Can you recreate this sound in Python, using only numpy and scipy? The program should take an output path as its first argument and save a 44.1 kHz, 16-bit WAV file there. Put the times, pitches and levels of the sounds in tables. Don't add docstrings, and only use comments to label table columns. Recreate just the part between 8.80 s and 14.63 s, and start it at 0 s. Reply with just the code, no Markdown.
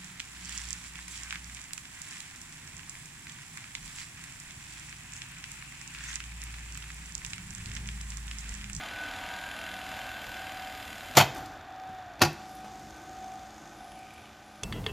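import sys
import numpy as np
from scipy import signal
from scipy.fft import rfft, irfft
from scipy.io import wavfile
from scipy.ndimage import uniform_filter1d

SR = 44100
rng = np.random.default_rng(int(sys.argv[2]) if len(sys.argv) > 2 else 0)


def rack_gain(trim_db):
    fader = np.asarray(trim_db, float)
    return 10 ** (fader / 20)


def file_out(sig):
    cols = np.atleast_2d(sig).T
    lim = np.clip(cols, -1, 1)
    pcm = np.round(lim * 32767).astype(np.int16)
    wavfile.write(sys.argv[1], SR, pcm)


N = 257103
T, HZ = np.arange(N) / SR, np.fft.rfftfreq(N, 1 / SR)

# freq_hz, width_hz, lift_db
PLAY_RINGS = [(214, 25, 4), (830, 50, 3), (1230, 70, 4), (1520, 90, 5), (1850, 100, 3), (2400, 200, 3),
              (3550, 200, 6), (5000, 300, 3), (6000, 400, 3), (7050, 500, 4)]


def rewind_whir(pulley):
    # rumble_db, body_db, bearings_db, hiss_db
    state = (0.45, 2.5), (-51.5, -42.5, -54, -61.5), (-51, -45.5, -56.5, -59)
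    # freq_hz, density_db
    colour = [(18, -37), (30, -8.5), (86, -9), (131, -13), (156, -23), (178, -15.5), (283, -13), (406, -22),
              (736, -6.5), (1000, -13.5), (1550, -11), (1860, -13), (2670, -16), (5650, -23.5),
              (14300, -21)]
    # freq_hz, width_hz, lift_db
    rings = [(290, 40, 4), (640, 50, 4), (1600, 130, 5), (2080, 120, 2), (2380, 100, 3), (2700, 130, 6),
             (3110, 110, 7), (3450, 130, 6), (4000, 200, 4), (4900, 300, 3), (6960, 450, 5)]
    # rumble_db, body_db, bearings_db, hiss_db
    knock_db = (-22, -2.5, -2.5, -11)
    return whir(state, colour, rings, pulley, knock_db, fade_s=[-1, 0, 2.38, 2.45])


def stop_whir(drum):
    # rumble_db, body_db, bearings_db, hiss_db
    state = (2.57, 2.85), (-45.5, -47, -54, -67), (-55, -52, -66.5, -74)
    # freq_hz, density_db
    colour = [(18, -60), (30, -19), (60, -18), (134, -18.5), (219, -29), (291, -16.5), (450, -27.5),
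              (760, -12.5), (1000, -21.5), (1600, -20), (2060, -27.5), (3640, -32), (5500, -43),
              (7500, -45), (8300, -52), (14300, -50)]
    # rumble_db, body_db, bearings_db, hiss_db
    knock_db = (-25, -8, -2, -7)
    slip_turns, drum_hz = .53, 26.67
    early = np.roll(drum, -int(slip_turns * SR / drum_hz))
    emerging = early * np.interp(T, state[0], [.1, 1])
    return whir(state, colour, PLAY_RINGS, emerging, knock_db, fade_s=[2.38, 2.45, 3.42, 3.5])


def play_whir(drum):
    # rumble_db, body_db, bearings_db, hiss_db
    state = (4, 5.67), (-52.5, -54, -60, -69), (-56.5, -56, -63.5, -73)
    # freq_hz, density_db
    colour = [(18, -59), (30, -20), (54, -5), (183, -11.5), (208, -13.5), (236, -17), (306, -5.5),
              (439, -19), (663, -18), (736, -13.5), (904, -21.5), (1550, -21), (1680, -24), (7120, -36),
              (14300, -36.5)]
    # rumble_db, body_db, bearings_db, hiss_db
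    knock_db = (-20, -8, -10.5, -9)
    return whir(state, colour, PLAY_RINGS, drum, knock_db, fade_s=[3.42, 3.5, 6, 7])


def whir(state, colour, rings, knocks, knock_db, fade_s):
    # low_hz, high_hz
    bands = [(30, 500), (900, 4500), (4500, 8000), (8000, 14200)]
    splits = [520, 4500, 8000]
    lift = rack_gain(sum(db / (1 + (2 * (HZ - hz) / width) ** 2) for hz, width, db in rings))
    gain = shape(HZ, colour) * lift
    span_s, first_db, last_db = state
    drift = np.interp(T, span_s, [0, 1])
    noise = rfft(rng.standard_normal(N)) * gain
    treble = .3 + .5 / (1 + (1900 / (HZ + 1)) ** 4)
    struck = rfft(knocks) * gain * lift * treble
    above = [1] + [1 / (1 + (hz / (HZ + 1)) ** 12) for hz in splits] + [0]
    out = 0
    for k, (low, high) in enumerate(bands):
        mix = noise + rack_gain(knock_db[k]) * struck
        inside = (HZ > low) & (HZ < high)
        rms = np.sqrt(2 * np.sum(np.abs(mix[inside]) ** 2)) / N
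        part = irfft(mix * (above[k] - above[k + 1]), N) / rms
        level_db = first_db[k] + drift * (last_db[k] - first_db[k])
        out = out + part * rack_gain(level_db + .6 * walk(9))
    return out * np.sqrt(np.interp(T, fade_s, [0, 1, 1, 0]))


def pulley_knocks():
    # time_s, rate_hz
    speed = [(0, 39.83), (1.5, 39.83), (1.7, 39.3), (2.0, 39), (2.4, 38)]
    rate_hz = np.interp(T, *np.transpose(speed))
    return turns(rate_hz, .6, [0, -20], scatter_db=1.1, ms=1.5, same=.9)


def drum_knocks():
    return turns(26.67, .5, [0, -4], scatter_db=2.2, ms=1.1, same=1.1)


def turns(hz, start, pattern_db, scatter_db, ms, same):
    phase = (start + np.cumsum(hz * np.ones(N)) / SR) * len(pattern_db)
    at = np.flatnonzero(np.diff(np.floor(phase)))
    which = phase[at + 1].astype(int) % len(pattern_db)
    scatter = scatter_db * rng.standard_normal(N // 400)[:len(at)]
    knock = np.zeros(N)
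    knock[at] = rack_gain(np.array(pattern_db)[which] + scatter)
    t = T[:1024]
    fade = t * np.exp(-t * 1000 / ms)
    fresh = signal.fftconvolve(knock, fade)[:N] * rng.standard_normal(N)
    repeated = signal.fftconvolve(knock, fade * rng.standard_normal(1024))[:N]
    return unit(fresh + same * repeated)


def motor():
    # time_s, level_db
    whine_level = [(.3, -49), (1.15, -46), (1.8, -44), (2.3, -47.5), (2.5, -52), (2.58, -40), (2.7, -41),
                   (3.15, -44.5), (3.85, -46.5), (4.5, -44), (5.1, -50.5), (5.75, -55.5)]
    # time_s, level_db
    sideband_level = [(0, -59.5), (1.3, -59.5), (1.6, -59), (4.2, -60.5), (4.55, -55.5), (5.05, -55.5),
                      (5.8, -73)]
    # pitch_hz, level_db
    gears = [(951, -62), (1230, -61.5), (1496, -52.5), (1590, -57), (191, -66)]
    # pitch_hz, level_db
    idle = [(214, -62.5), (587, -67.5), (824, -69.5), (1227, -68), (1518, -66.5)]
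    load_hz = np.interp(T, [3.1, 3.2, 3.34, 3.42, 3.55], [0, -8, -48, -48, 0])
    beat_hz, first_null_s, depth = 1.485, .12, .82
    turn = np.pi * beat_hz * (T - first_null_s)
    beat = np.hypot(np.sin(turn), (1 - depth) * np.cos(turn))
    whine_db = np.interp(T, *np.transpose(whine_level)) + .1 * load_hz
    sideband_db = np.interp(T, *np.transpose(sideband_level))
    whine = beat * tone(754.3 + load_hz, whine_db, 1.61, 1.0)
    sideband = tone(705.3 + load_hz, sideband_db, 1.7, 2.0)
    rewinding = np.interp(T, [.6, 1.5, 2.2, 2.5], [1.3, 1, .55, 0])
    playing = np.interp(T, [3.4, 3.6], [0, 1])
    out = whine + sideband
    out = out + rewinding * sum(tone(hz, db, 3.5, 3) for hz, db in gears)
    return out + playing * sum(tone(hz, db, 3.5, 3) for hz, db in idle)


def tone(hz, db, wander_hz, flutter_db):
    phase = 2 * np.pi * np.cumsum(hz + wander_hz * walk(15)) / SR
    return np.sqrt(2) * rack_gain(db + flutter_db * walk(11)) * np.sin(phase)


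def throw_to_stop():
    # start_s, peak_db, brightness_db, rattle_ms
    blows = [(2.351, -29, 1.5, 9), (2.359, -28, -3, 9), (2.3645, -25, 0, 9.9), (2.3695, -4, 4.5, 3.8),
             (2.373, 1, 1.5, 1.77), (2.377, -2, 2.5, 2.4), (2.3805, 0.5, 0, 2.2), (2.385, -8, 7, 3.6),
             (2.392, -10.5, 0, 5), (2.400, -10, -3, 9.4), (2.407, -13, 0.5, 4.6), (2.412, -10.5, 0, 4),
             (2.421, -15.5, -3.5, 6.5), (2.435, -25, -13, 7.8)]
    # pitch_hz, level_db, t60_s
    modes = [(123, -20, 0.58), (159.7, -6, 0.29), (718, -11, 0.13), (765, 0, 0.2), (878, 0, 0.17),
             (1004, -6.5, 0.16), (1470, -7, 0.22), (2410, -7, .15), (2580, 1, 0.12), (3110, -7, 0.12),
             (3750, -15, 0.08), (4430, -3, 0.086), (7060, -1.5, .06)]
    # freq_hz, density_db
    crack = [(24, -45), (40, -19), (155, 1), (241, -13), (504, -11.5), (614, -4.5), (887, -3.5),
             (1770, -12), (3110, -9), (4730, -16), (6840, -19.5), (8120, -25), (14300, -22)]
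    return throw(blows, modes, crack, ring_db=-7.0, gain_db=-1.85)


def throw_to_play():
    # start_s, peak_db, brightness_db, rattle_ms
    blows = [
        (3.393, -37.5, -1, 5.4),
        (3.405, -29.5, -14, 10),
        (3.4125, -17.5, -12, 6.8),
        (3.4165, -5, 2.5, 3.6),
        (3.421, -4.5, 0, 5.1),
        (3.427, -11, -1, 3),
        (3.434, -11, 0, 4.2),
        (3.448, -18.5, -0.5, 8.4),
        (3.459, -21, -9, 6.7),
        (3.479, -38, 2, 8.6),
    ]
    # pitch_hz, level_db, t60_s
    modes = [(153, -8.5, 0.56), (306.6, -13, 0.55), (358, -7.5, 0.31), (781, -3.5, 0.097),
             (846, -3.5, 0.21), (1123, -17, 0.24), (1425, -8, 0.15), (2580, -24, 0.7), (2650, -2, 0.074),
             (3585, -27, .12), (4680, -7, 0.077), (5400, -27, 0.11)]
    # freq_hz, density_db
    crack = [(24, -44), (40, -16), (151, -5), (235, -17), (348, 2.5), (435, -18.5), (729, -7),
             (1320, -14.5), (1420, -12.5), (3430, -18.5), (5480, -15), (8120, -29), (14300, -29.5)]
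    return throw(blows, modes, crack, ring_db=-5, gain_db=-1.77)


def throw(blows, modes, crack, ring_db, gain_db):
    push, t = np.zeros(N), T[:2048]
    for (s, db, bright_db, ms), grit in zip(blows, rng.standard_normal((len(blows), 2048))):
        dull = uniform_filter1d(grit, size=7)
        rattle = (1 - np.exp(-t / .0008)) * np.exp(-t * 1000 / np.clip(ms, .5, 9))
        at = int(s * SR)
        push[at:at + 2048] += rack_gain(db) * rattle * (dull + rack_gain(bright_db) * (grit - dull))
    t, plate, ring = T[:SR // 2], causal(crack), 0
    for hz, db, t60 in modes:
        pair = np.sin(2 * np.pi * hz * t) * np.cos(.05 * hz * t)
        ring = ring + rack_gain(db) * pair * decay(t, .55 * t60)
    body = rack_gain(ring_db) * ring / np.linalg.norm(ring)
    body[:len(plate)] += plate / np.linalg.norm(plate)
    return rack_gain(gain_db) * signal.fftconvolve(push, body)[:N]


def finger_ticks():
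    # start_s, peak_db, centre_hz, decay_ms
    ticks = [(2.548, -37.5, 10000, 4), (2.58, -40, 6500, 5), (2.60, -54, 8800, 4), (2.658, -39, 5000, 5),
             (3.53, -40.5, 8500, 3), (3.752, -41, 11000, 3), (3.995, -44, 6950, 3), (4.10, -47, 7030, 2),
             (4.168, -47, 7070, 2), (4.538, -49, 7560, 2), (5.19, -46, 6500, 2), (5.338, -44, 7030, 2)]
    return touches(ticks, 1.5)


def handling_bumps():
    # start_s, peak_db, centre_hz, decay_ms
    bumps = [
        (2.56, -33, 640, 34),
        (3.09, -38.5, 110, 16),
        (3.26, -42, 100, 12),
        (3.84, -44, 79.8, 26),
        (3.845, -39, 500, 17),
    ]
    return touches(bumps, 1.7)


def touches(events, wide):
    out = np.zeros(N)
    for (s, db, hz, ms), grit in zip(events, rng.standard_normal((len(events), 4096))):
        band = signal.butter(1, [hz / wide, min(hz * wide, 20000)], "band", fs=SR)
        burst = signal.lfilter(*band, grit * np.exp(-T[:4096] * 1000 / max(ms, .3)))
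        at = int(s * SR)
        out[at:at + 4096] += rack_gain(db) * burst / np.abs(burst).max()
    return out


def glints(knocks):
    # start_s, end_s, centre_hz, width_hz, level_db
    facing = [(0, 1.1, 10900, 900, -67), (1.08, 1.5, 12700, 800, -64), (1.5, 2.33, 12600, 1100, -67),
              (1.5, 2.0, 4900, 500, -63), (3.68, 3.78, 11000, 2000, -68), (3.9, 4.95, 6600, 1200, -66),
              (4.97, 5.2, 10200, 1200, -68), (5.18, 5.48, 2340, 260, -61), (5.1, 5.55, 3000, 900, -64),
              (5.3, 5.45, 10300, 1200, -70), (5.64, 5.8, 10300, 1500, -70), (4.12, 4.32, 315, 40, -55),
              (3.6, 5.25, 780, 160, -58), (2.545, 2.62, 13000, 2500, -62)]
    drive, out = rfft(knocks + 1.2 * rng.standard_normal(N)), 0
    for start, end, hz, width, db in facing:
        rattle = unit(irfft(drive / (1 + (2 * (HZ - hz) / width) ** 2), N))
        fade = np.interp(T, [start - .06, start + .03, end - .03, end + .08], [0, 1, 1, 0])
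        out = out + rack_gain(db + 1.5 * walk(10)) * rattle * fade
    return out


def room(x):
    t = T[:SR // 2]
    low, high = rng.standard_normal((2, len(t)))
    low = signal.lfilter(*signal.butter(2, 4500, fs=SR), low)
    onset = np.clip(t / 0.0046, 0, 1)
    tail = (low * decay(t, .45) + 1.32 * high * decay(t, .25)) * onset
    return x + rack_gain(-13.5) * signal.fftconvolve(x, tail / np.linalg.norm(tail))[:N]


def parting(x):
    # from_hz, time_share (0-1), level_db under the sound
    patches = [(4400, .12, -10), (5700, .45, -12), (7000, .6, -12), (8300, .75, -12), (10500, .75, -12),
               (12000, .75, -12), (14300, 0, -12)]
    f, t, z = signal.stft(x, SR, nperseg=1024)
    size = np.zeros(z.shape)
    for (lo, share, db), (hi, _, _) in zip(patches, patches[1:]):
        middle = (lo + hi) / 2
        for a, b in ((lo, middle), (middle, hi)):
            on = np.repeat(rng.random(len(t) // 4 + 1) < share, 4)[:len(t)]
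            band = (f >= a) & (f < b)
            size[band] = rack_gain(db) * on * np.sqrt(np.mean(np.abs(z[band]) ** 2, axis=0))
    grain = rng.standard_normal(z.shape) + 1j * rng.standard_normal(z.shape)
    return signal.istft(size * grain, SR, nperseg=1024)[1][:N]


def unit(x):
    return x / np.sqrt(np.mean(x ** 2))


def decay(t, t60):
    return np.exp(-np.log(1000) * t / t60)


def walk(rate):
    k = int(SR / rate)
    held = np.repeat(rng.standard_normal(N // k + 1), k)
    return 1.266 * uniform_filter1d(uniform_filter1d(held, k), k)[:N]


def shape(hz, colour):
    f, db = np.transpose(colour)
    return rack_gain(np.interp(np.log(hz + 1), np.log(f), db))


def causal(colour, size=2048):
    c = irfft(np.log(shape(np.fft.rfftfreq(size, 1 / SR), colour)))
    c[1:size // 2] *= 2
    c[size // 2 + 1:] = 0
    return irfft(np.exp(rfft(c)))


def scene():
    pulley, drum = pulley_knocks(), drum_knocks()
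    deck = rewind_whir(pulley) + stop_whir(drum) + play_whir(drum)
    rattles = glints(np.where(T < 2.41, pulley, drum))
    handling = throw_to_stop() + throw_to_play() + finger_ticks() + handling_bumps()
    mono = deck + rattles + motor() + room(handling)
    return np.array([mono, mono])


def roll_off(x):
    return signal.sosfilt(signal.butter(12, 15010, fs=SR, output="sos"), x)


def record(dry):
    dry = signal.sosfilt(signal.butter(4, 36, "high", fs=SR, output="sos"), dry)
    rounded = 1.2 * np.tanh(dry / 1.2)
    cut = signal.sosfilt(signal.ellip(14, .3, 80, 14250, fs=SR, output="sos"), rounded)
    mix = cut + parting(cut[0]) * np.array([[1], [-1]])
    return roll_off(mix)


dry = scene()
out = record(dry)
file_out(out)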